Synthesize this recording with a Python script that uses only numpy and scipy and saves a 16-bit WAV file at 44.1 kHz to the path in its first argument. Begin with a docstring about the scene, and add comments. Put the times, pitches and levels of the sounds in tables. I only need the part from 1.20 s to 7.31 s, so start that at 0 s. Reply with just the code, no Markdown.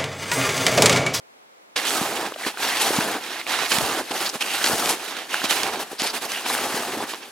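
"""Snowshoes walk through cold powder, close by, in a still forest.
Each stride drags the frame through the crust, throws powder, lands and packs the snow with a squeaky
crunch: dense clicks of breaking ice bonds. Pockets of snow give way with dull thumps, plastic decks and
bindings knock, bits of crust snap, straps and cloth rub. Trunks scatter a faint echo; behind it are
an even background hiss and a few low puffs of air stirred by the walk."""
import sys
import numpy as np
from scipy import signal
from scipy.fft import rfft, irfft
from scipy.io import wavfile
from scipy.ndimage import uniform_filter1d

SR = 44100
rng = np.random.default_rng(int(sys.argv[2]) if len(sys.argv) > 2 else 0)


def dump_mix(stems):
    """Bounce the given channels to the path in sys.argv[1] as a 16-bit WAV at rate SR."""
    frames = np.atleast_2d(stems).T  # one column per channel
    limited = np.clip(frames, -1, 1)  # hard clip at full scale
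    pcm = np.round(limited * 32767).astype(np.int16)
    wavfile.write(sys.argv[1], SR, pcm)


N = 269451
TIME = np.arange(N) / SR
HZ = np.fft.rfftfreq(N, 1 / SR)


def amp(db):
    """Decibels to gain."""
    return 10 ** (np.asarray(db) / 20)


def unit_rms(x):
    """Scales to rms 1."""
    return x / np.sqrt(np.mean(x ** 2) + 1e-20)


def curve_at(points, hz):
    """Interpolates on a log-frequency axis."""
    f, value = np.transpose(points)
    return np.interp(np.log(hz + 1), np.log(f + 1), value)


def add(mix, start_s, sound):
    """Mixes a sound in at start_s."""
    part = mix[..., round(start_s * SR):][..., :sound.shape[-1]]
    part += sound[..., :part.shape[-1]]


def colour(x, spectrum, tilt_db_oct=0, size=2048):
    """Minimum-phase filter of unit energy: each click gets a sharp front and a short ring."""
    hz = abs(np.fft.fftfreq(size, 1 / SR))
    log_gain = np.log(amp(curve_at(spectrum, hz) + tilt_db_oct * np.log2(1 + hz / 500)))
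    ring = np.fft.ifft(np.exp(np.conj(signal.hilbert(log_gain)))).real
    return signal.oaconvolve(x, ring[None] / np.linalg.norm(ring), axes=1)[:, :x.shape[1]]


# landings: t/s, length/s, weight/dB, spray/dB, powder settling/(dB/s), L-R/dB
TREADS = [(0.649, .42, -30.5, -27.5, 31, -4), (1.589, 0.38, -29, -26.5, 30, -0.5),
          (2.471, 0.33, -28.5, -26.5, 28, -4), (3.419, 0.31, -29, -26.5, 16, -0.5),
          (4.282, 0.288, -31, -24, 70, -5), (5.258, 0.58, -32, -30.5, 17, -0.5)]

def treads(pack_db=-5, firming_db_per_s=3.5, crust_db=-0.5, crust_settling_share=0.44):
    """Landing throws crust and powder, which settle while the weight packs the snow beneath."""
    for start_s, length_s, weight_db, spray_db, settling_db_per_s, side_db in TREADS:
        age_s = np.clip(TIME - start_s, 0, length_s)
        load = amp(weight_db) * envelope(start_s, length_s, rise_s=0.068, fall_s=0.026)
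        spray = amp(spray_db) * envelope(start_s, length_s, rise_s=0.029, fall_s=0.026)
        settled_db = settling_db_per_s * age_s
        packing = load * amp(pack_db + firming_db_per_s * age_s)
        scrape = spray * amp(crust_db - crust_settling_share * settled_db)
        yield np.array([packing, load, scrape, spray * amp(-settled_db)]), side_db


# frame drags: t/s, length/s, scrape/dB, swell over the length/dB, powder re scrape/dB, L-R/dB
DRAGS = [(0.542, .13, -30.5, 8, -7, -5.5), (1.164, 0.14, -35, -1, -6, -1),
         (1.358, 0.069, -32, 9.5, -5.5, -3), (1.412, 0.27, -27, -0.5, -6, -1),
         (1.991, 0.21, -35, 5, -9.5, -4.5), (2.255, 0.21, -26.5, 2.5, -9, -5),
         (2.822, 0.076, -42, 13, -6, 2), (2.921, 0.16, -30.5, 4, -4.5, -2), (3.184, 0.24, -30, 6, -4, -2.5),
         (3.73, 0.19, -37, 3, -7, -5.5), (3.9, 0.12, -34, 1, -13, -5), (4.079, 0.21, -30.5, 1.5, -6.5, -3),
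         (4.779, 0.13, -30.5, -3, -5.5, -1), (5.068, 0.2, -33.5, -8, -4.5, -1.5),
         (5.221, 0.23, -31, -2, -21, 1), (5.86, 0.063, -35, -1.5, -4, -4.5),
         (5.997, 0.036, -38.5, 0, -25, -6)]

def drags(pack_db=-12, crunch_db=-5.5):
    """The unloaded frame mostly scrapes; the level follows the foot's speed."""
    for start_s, length_s, db, swell_db, powder_db, side_db in DRAGS:
        progress = np.clip((TIME - start_s) / length_s, 0, 1)
        speed = amp(db + swell_db * (progress - 0.5))
        speed *= envelope(start_s, length_s, rise_s=0.034, fall_s=0.022)
        yield np.outer(amp([pack_db, crunch_db, 0, powder_db]), speed), side_db


# weight shifts onto a deck: t/s, length/s, crunch/dB, spray re crunch/dB, L-R/dB
SHIFTS = [(0.826, 0.012, -31, -24, -1), (1.246, 0.041, -39, 4.5, -2), (1.502, .035, -33, -8, -1),
          (2.528, 0.044, -29, 2.5, -7), (2.905, 0.062, -32.5, -7, -3), (3.004, 0.017, -27, -4, -3),
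          (3.121, 0.04, -35, -1, -4), (3.495, 0.047, -28, -5.5, 6), (4.229, 0.019, -24.5, -3.5, -5),
          (4.585, 0.046, -33, -4, 1), (4.7, 0.035, -39.5, -3, 1), (4.826, 0.024, -28.5, -3, -1),
          (4.926, 0.053, -33, -0.5, -4), (5.009, 0.05, -32.5, -2.5, -4.5), (5.41, 0.051, -31.5, -6.5, 8),
          (5.54, 0.025, -43.5, 10, 3)]

def shifts(pack_db=-4.5, crust_db=1.5):
    """A short push packs the snow and squeezes a little out at the sides."""
    for start_s, length_s, db, spray_db, side_db in SHIFTS:
        push = amp(db) * envelope(start_s, length_s, rise_s=0.016, fall_s=0.015)
        yield np.outer(amp([pack_db, 0, spray_db + crust_db, spray_db]), push), side_db


def envelope(start_s, length_s, rise_s, fall_s):
    """Linear attack, hold, exponential release."""
    attack = np.clip((TIME - start_s) / rise_s, 0, 1)
    return attack * np.exp(-np.maximum(TIME - start_s - length_s, 0) / fall_s)


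def gait(trickle_db=(-50, -50, -44.5, -49)):
    """Sums moves and trickling loose snow into packing, crunch, scrape, powder levels and L-R, in dB."""
    power = np.outer(amp(trickle_db) ** 2, np.ones(N))
    lean = np.zeros(N)
    for moves in (treads(), drags(), shifts()):
        for gains, side_db in moves:
            power += gains ** 2
            lean += side_db * (gains[2:] ** 2).sum(0)  # weighted by scrape and powder
    return 10 * np.log10(power), lean / power[2:].sum(0)


# spectra of four fracture sizes, coarse to fine, and of the shuddering snowpack: f/Hz, level/dB
PACKING_SPECTRUM = [(20, -50), (50, -23), (90, -24.5), (150, -8), (220, 3), (350, 7.5), (480, 6),
                    (650, -2.5), (1200, -45.5), (4000, -91)]
CRUNCH_SPECTRUM = [(150, -48), (400, -9), (600, 3), (780, 8.5), (950, 4), (1300, 1), (1800, -4.5),
                   (3000, -26), (9000, -27)]
SCRAPE_SPECTRUM = [(300, -53), (900, -4), (1600, 2), (2200, 0.5), (2800, 1), (4000, -1.5), (5200, -7),
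                   (7000, -11.5), (15000, -56)]
POWDER_SPECTRUM = [(1500, -30), (4500, 3.5), (6500, 2.5), (8500, 3), (11000, 1.5), (13000, -2),
                   (16000, -11)]
SHUDDER_SPECTRUM = [(15, -16), (35, -43), (60, -15.5), (90, -2), (130, 3), (220, -28), (600, -58)]

def snow(levels_db, shudder_db=-21, shudder_growth=1.36, firm_db=-32, fine_jerk_db=1.5):
    """Four sizes of fracture follow the stride and share its jerks; firm treads shake the deep layers."""
    packing_db, crunch_db, scrape_db, powder_db = levels_db
    jerks = give_way()
    packing = colour(fractures(per_s=260, spread_db=2.0, bed=0.8), PACKING_SPECTRUM)
    crunch = colour(fractures(per_s=420, spread_db=0.5, bed=1.0), CRUNCH_SPECTRUM)
    scrape = colour(fractures(per_s=1500, spread_db=-0.5, bed=1.0), SCRAPE_SPECTRUM)
    powder = colour(fractures(per_s=4600, spread_db=3.5, bed=0.67), POWDER_SPECTRUM)
    shudder = colour(rng.standard_normal((2, N)), SHUDDER_SPECTRUM, size=8192)
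    packing *= amp(packing_db + jerks)
    crunch *= amp(crunch_db + jerks)
    scrape *= amp(scrape_db + fine_jerk_db * jerks)
    powder *= amp(powder_db + fine_jerk_db * jerks)
    shudder *= amp(firm_db + shudder_db + shudder_growth * (packing_db - firm_db))
    walking = TIME > SCUFFS[0][0]  # from the first break of the crust
    return walking * (packing + shudder + clumps(crunch + scrape + powder))


def fractures(per_s, spread_db, bed):
    """Mid and side trains of breaking ice bonds of uneven size, over a bed of countless tiny ones."""
    size = amp(spread_db * np.minimum(rng.exponential(1, (2, N)), 3.5))
    polarity = rng.choice([-1, 1], (2, N))
    clicks = size * polarity * (rng.random((2, N)) < per_s / SR)
    return unit_rms(unit_rms(clicks) + bed * rng.standard_normal((2, N)))


def give_way(per_s=70, relax_s=0.02):
    """Snow holds, yields at once, then settles: sudden rises, slower falls; mean 0, rms 1."""
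    breaks = rng.uniform(0.34, 1, N) * (rng.random(N) < per_s / SR)
    energy = signal.lfilter([1], [1, -np.exp(-2 / (relax_s * SR))], breaks)
    strain = np.sqrt(energy + 0.01)
    return unit_rms(strain - strain.mean())


def clumps(x, patchy_db=1.5):
    """Each clump of snow has its own size, so it favours its own pitches for some 20 ms."""
    frames = signal.stft(x, nperseg=512, noverlap=384)[2]
    patches = uniform_filter1d(rng.standard_normal(frames.shape[1:]), size=5, axis=0)
    patches = uniform_filter1d(patches, size=7, axis=1)
    gain = unit_rms(amp(patchy_db * unit_rms(patches)))
    return signal.istft(frames * gain, nperseg=512, noverlap=384)[1][:, :N]


# frame breaking the crust: t/s, length/s, level/dB, tilt/(dB/oct)
SCUFFS = [(0.5581, 0.022, -22.5, -1.5), (1.263, 0.021, -25, -5), (1.608, 0.019, -23.5, 6.5),
          (2.513, 0.018, -22, -2), (2.906, 0.013, -27, -1), (3.15, 0.011, -34, -7),
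          (3.206, 0.018, -25.5, 1.5), (3.44, 0.0053, -14.5, -3), (3.469, 0.0087, -19, 1),
          (3.69, 0.024, -21.5, 6.5), (4.239, 0.019, -24, -2), (4.298, 0.034, -23, -3.5),
          (4.61, .018, -42, 3), (4.795, 0.015, -26.5, -0.5), (4.86, 0.017, -26, 2.5),
          (5.933, 0.013, -29, -6.5)]
# spectrum of the break: f/Hz, level/dB
SCUFF_SPECTRUM = [(30, -36), (100, -25), (300, -2.5), (900, 4.5), (1800, 3.5), (3100, 9), (5000, 5.5),
                  (7500, -2), (11000, -3), (16000, -32)]

def scuffs(rise_s=0.0018, fall_s=0.0043):
    """The crust breaks in a rush of fractures that stops within milliseconds."""
    out, t = np.zeros((2, N)), TIME[:SR // 10]
    grains = fractures(per_s=1600, spread_db=-1.0, bed=0.26)
    for start_s, length_s, db, tilt_db_oct in SCUFFS:
        gate = np.minimum(t / rise_s, 1) * np.exp(-np.maximum(t - length_s, 0) / fall_s)
        first = round(start_s * SR)
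        rush = grains[:, first:first + len(t)] * gate
        add(out, start_s, amp(db) * colour(rush, SCUFF_SPECTRUM, tilt_db_oct))
    return out


# collapsing snow pockets: peak t/s, level/dB, f/Hz
THUMPS = [(0.817, -18.5, 227), (1.122, -24.5, 480), (1.2667, -22.5, 278), (1.7071, -12, 405),
          (1.788, -12, 226), (1.96, -27, 334), (2.5853, -18.5, 227), (2.91, -21, 360), (3.158, -26, 280),
          (3.499, -15.5, 476), (3.534, -26, 189), (4.2436, -23, 310), (4.7318, -24, 424),
          (4.8213, -21, 300), (5.5442, -24, 234), (5.7732, -23, 302)]

def thumps(rise_cycles=0.63, fall_cycles=0.85):
    """A pocket collapses: the deck drops and the snow damps it within two or three swings."""
    out, t = np.zeros((2, N)), TIME[:SR // 10] - 0.02
    for peak_s, db, hz in THUMPS:
        cycles = t * hz
        swell = np.exp(-(cycles / np.where(cycles < 0, rise_cycles, fall_cycles)) ** 2)
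        add(out[0], peak_s + t[0], -amp(db) * swell * np.cos(2 * np.pi * cycles))
    return out


# deck and binding knocks: t/s, level/dB, f/Hz
KNOCKS = [(1.1214, -23, 1190), (1.16, -24, 616), (1.218, -27, 804), (1.2358, -24, 1740), (1.342, -29, 830),
          (1.373, -18, 1470), (1.7888, -17.5, 880), (2.214, -19, 2200), (2.267, -14.5, 2350),
          (2.309, -17.5, 890), (2.34, -12, 1530), (2.3869, -19, 1000), (2.4326, -16, 1150),
          (2.517, -12, 1610), (2.5853, -18, 1140), (2.911, -21, 990), (3.6248, -15, 1100),
          (4.1428, -7, 1530), (4.217, -15, 1500), (5.3002, -14.5, 1030), (5.35, -13, 1600),
          (5.388, -16, 1260), (5.9365, -21.5, 1130)]

def knocks(ring_cycles=2.2, body_ratio=0.535, body_db=-11, rattle=0.28, low_cut_hz=380):
    """Snow-damped plastic rings briefly over a lower swing of the deck, too thin to radiate bass."""
    out, t = np.zeros((2, N)), TIME[:SR // 25]
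    for start_s, db, hz in KNOCKS:
        cycles = t * hz
        fade = np.minimum(2 * cycles, 1) * np.exp(-(cycles / ring_cycles) ** 2 / 2)
        ring = np.sin(2 * np.pi * cycles) + amp(body_db) * np.sin(2 * np.pi * cycles * body_ratio)
        grit = unit_rms(uniform_filter1d(rng.standard_normal(len(t)), size=8))
        add(out[0], start_s, amp(db) * fade * (ring + rattle * grit))
    return signal.sosfilt(signal.butter(2, low_cut_hz, "high", fs=SR, output="sos"), out)


# snapping bits of crust: t/s, level/dB
SNAPS = [(0.6842, -14), (0.7066, -13), (1.5637, -25), (1.6185, -16), (2.5198, -5), (2.5854, -6),
         (3.4417, -6), (3.4622, -7), (3.6588, -8), (3.6743, -12), (3.7105, -16), (4.3091, -7),
         (4.4331, -6.5), (4.8195, -10.5), (5.1187, -14), (5.2998, -19)]
# spectrum of a snap: f/Hz, level/dB
SNAP_SPECTRUM = [(60, -35), (200, 12), (1000, 9), (3500, 13.5), (7000, 9), (11000, 1), (16000, -24)]

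def snaps(decay_s=0.0012, width=0.5):
    """One sharp break, then a millisecond of splinters."""
    out, t = np.zeros((2, N)), TIME[:SR // 50]
    for start_s, db in SNAPS:
        crack = 0.5 * rng.standard_normal((2, len(t))) * np.exp(-t / decay_s)
        crack[0, 0] += 1
        crack[1] *= width
        crack = colour(crack, SNAP_SPECTRUM)
        add(out, start_s, amp(db) * crack / abs(crack[0]).max())
    return out


# rubbing straps and trouser cloth: t/s, length/s, level/dB, f/Hz
RASPS = [(0.668, 0.033, -30, 3300), (1.138, 0.0088, -35, 3050), (1.23, 0.025, -31.5, 1850),
         (1.515, 0.043, -28.5, 2060), (3.055, 0.024, -27, 4670), (3.091, 0.012, -28, 5500),
         (3.207, 0.021, -23.5, 2800), (3.275, 0.1, -32, 2830), (4.105, 0.11, -34.5, 2700),
         (4.294, .014, -26, 3140), (4.81, 0.017, -34, 3020), (4.777, 0.14, -33, 4760),
         (5.087, 0.11, -33, 2830), (5.284, .03, -34, 3920), (5.327, 0.026, -32.5, 10700)]

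def rasps(q=6, fade_share=0.22):
    """Stick-slip excites one broad resonance of the rubbed part."""
    out = np.zeros((2, N))
    slips = fractures(per_s=600, spread_db=1.5, bed=0.6)
    for start_s, length_s, db, hz in RASPS:
        drive = slips[:, round(start_s * SR):round((start_s + length_s) * SR)]
        rub = signal.lfilter(*signal.iirpeak(hz, q, SR), drive)
        rub = signal.lfilter(*signal.iirpeak(hz, 1, SR), rub)
        add(out, start_s, amp(db) * unit_rms(rub) * signal.windows.tukey(rub.shape[1], fade_share))
    return out


# stereo likeness of the steps: f/Hz, L-R correlation at equal mid and side input
CORRELATION = [(40, 0.98), (160, 0.99), (300, .997), (700, 1), (1400, 1), (2800, 0.86), (5500, 0.7),
               (14000, 0.52)]

def spread(mid_side):
    """Mid/side to left/right, wider in the treble."""
    correlation = curve_at(CORRELATION, HZ)
    mid, side = rfft(mid_side)
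    side *= np.sqrt((1 - correlation) / (1 + correlation))
    return irfft(np.array([mid + side, mid - side]), N)


# steady balance of the steps: f/Hz, L-R/dB
BALANCE = [(700, -0.079), (1300, -0.1), (2400, -1.8), (4400, -0.077), (8000, 0.1), (15000, 1.5)]
# phase lead of the left channel: f/Hz, lead/rad
PHASE_LEAD = [(700, 0), (2200, 0.42), (3500, 0.79), (5000, 0.68), (14000, 0.22)]

def place(stereo, foot_db, crossover_hz=1300):
    """The treble leans to the side of the working foot; the bass stays in the middle."""
    sides = np.array([[0.5], [-0.5]])
    spectrum = rfft(stereo) * amp(sides * curve_at(BALANCE, HZ))
    spectrum *= np.exp(1j * sides * curve_at(PHASE_LEAD, HZ))
    treble = irfft(spectrum * HZ ** 2 / (HZ ** 2 + crossover_hz ** 2), N)
    return irfft(spectrum, N) + treble * (amp(sides * foot_db) - 1)


def trees(x, echo_db=-15, t60_s=1.0, build_s=0.015, low_cut_hz=1200):
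    """Trunks scatter a little treble back, differently to each side."""
    t = TIME[:SR]
    tail = rng.standard_normal((2, SR)) * amp(-60 * t / t60_s) * (1 - np.exp(-(t / build_s) ** 2))
    high_pass = signal.butter(1, low_cut_hz, "high", fs=SR, output="sos")
    tail = signal.sosfilt(high_pass, tail / np.linalg.norm(tail[0]))
    return amp(echo_db) * signal.fftconvolve(x.mean(0)[None], tail, axes=1)[:, :N]


# air puffs: t/s, length/s, left level/dB
PUFFS = [(0.76, .11, -48), (1.8, 0.051, -51), (2.6, 0.066, -35), (3.5, 0.085, -42)]

def puffs(band_hz=(62, 190), right_gain=-0.29):
    """Air stirred by the walk pushes on one microphone port and pulls on the other: a low rumble."""
    out = np.zeros((2, N))
    band_pass = signal.butter(3, band_hz, "band", fs=SR, output="sos")
    rumble = signal.sosfilt(band_pass, rng.standard_normal(N))
    for start_s, length_s, db in PUFFS:
        gust = rumble[round(start_s * SR):round((start_s + length_s) * SR)]
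        gust = amp(db) * unit_rms(gust * np.hanning(len(gust)))
        add(out, start_s, np.outer([1, right_gain], gust))
    return out


# background hiss spectra, mid and side: f/Hz, level/dB
HISS_MID_SPECTRUM = [(18, -55), (30, -26), (87, -24), (211, -6.5), (511, -1.5), (1870, -11), (2130, -8),
                     (2630, -12.5), (15000, -28)]
HISS_SIDE_SPECTRUM = [(18, -63), (30, -31), (167, -15), (200, -16), (240, -13), (415, -6.5), (837, -3),
                      (15000, -29)]

def background_hiss(mid_db=-58, side_db=-52):
    """Faint, even background hiss, far wider than the steps."""
    mid = amp(mid_db) * colour(rng.standard_normal((1, N)), HISS_MID_SPECTRUM)
    side = amp(side_db) * colour(rng.standard_normal((1, N)), HISS_SIDE_SPECTRUM)
    return np.vstack([mid + side, mid - side])


def scene():
    """Close, nearly dry steps in a quiet forest, over a wide hiss."""
    levels_db, foot_db = gait()
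    mid_side = snow(levels_db) + scuffs() + rasps() + thumps() + knocks() + snaps()
    steps = place(spread(mid_side), foot_db)
    return steps + trees(steps) + background_hiss() + puffs()


def record(dry):
    """Steep low-pass at the top of the treble."""
    cutoff_hz = 15950
    low_pass = signal.firwin(511, cutoff_hz, window=("kaiser", 9), fs=SR)
    return signal.oaconvolve(dry, low_pass[None], "same", axes=1)


dry = scene()
out = record(dry)
dump_mix(out)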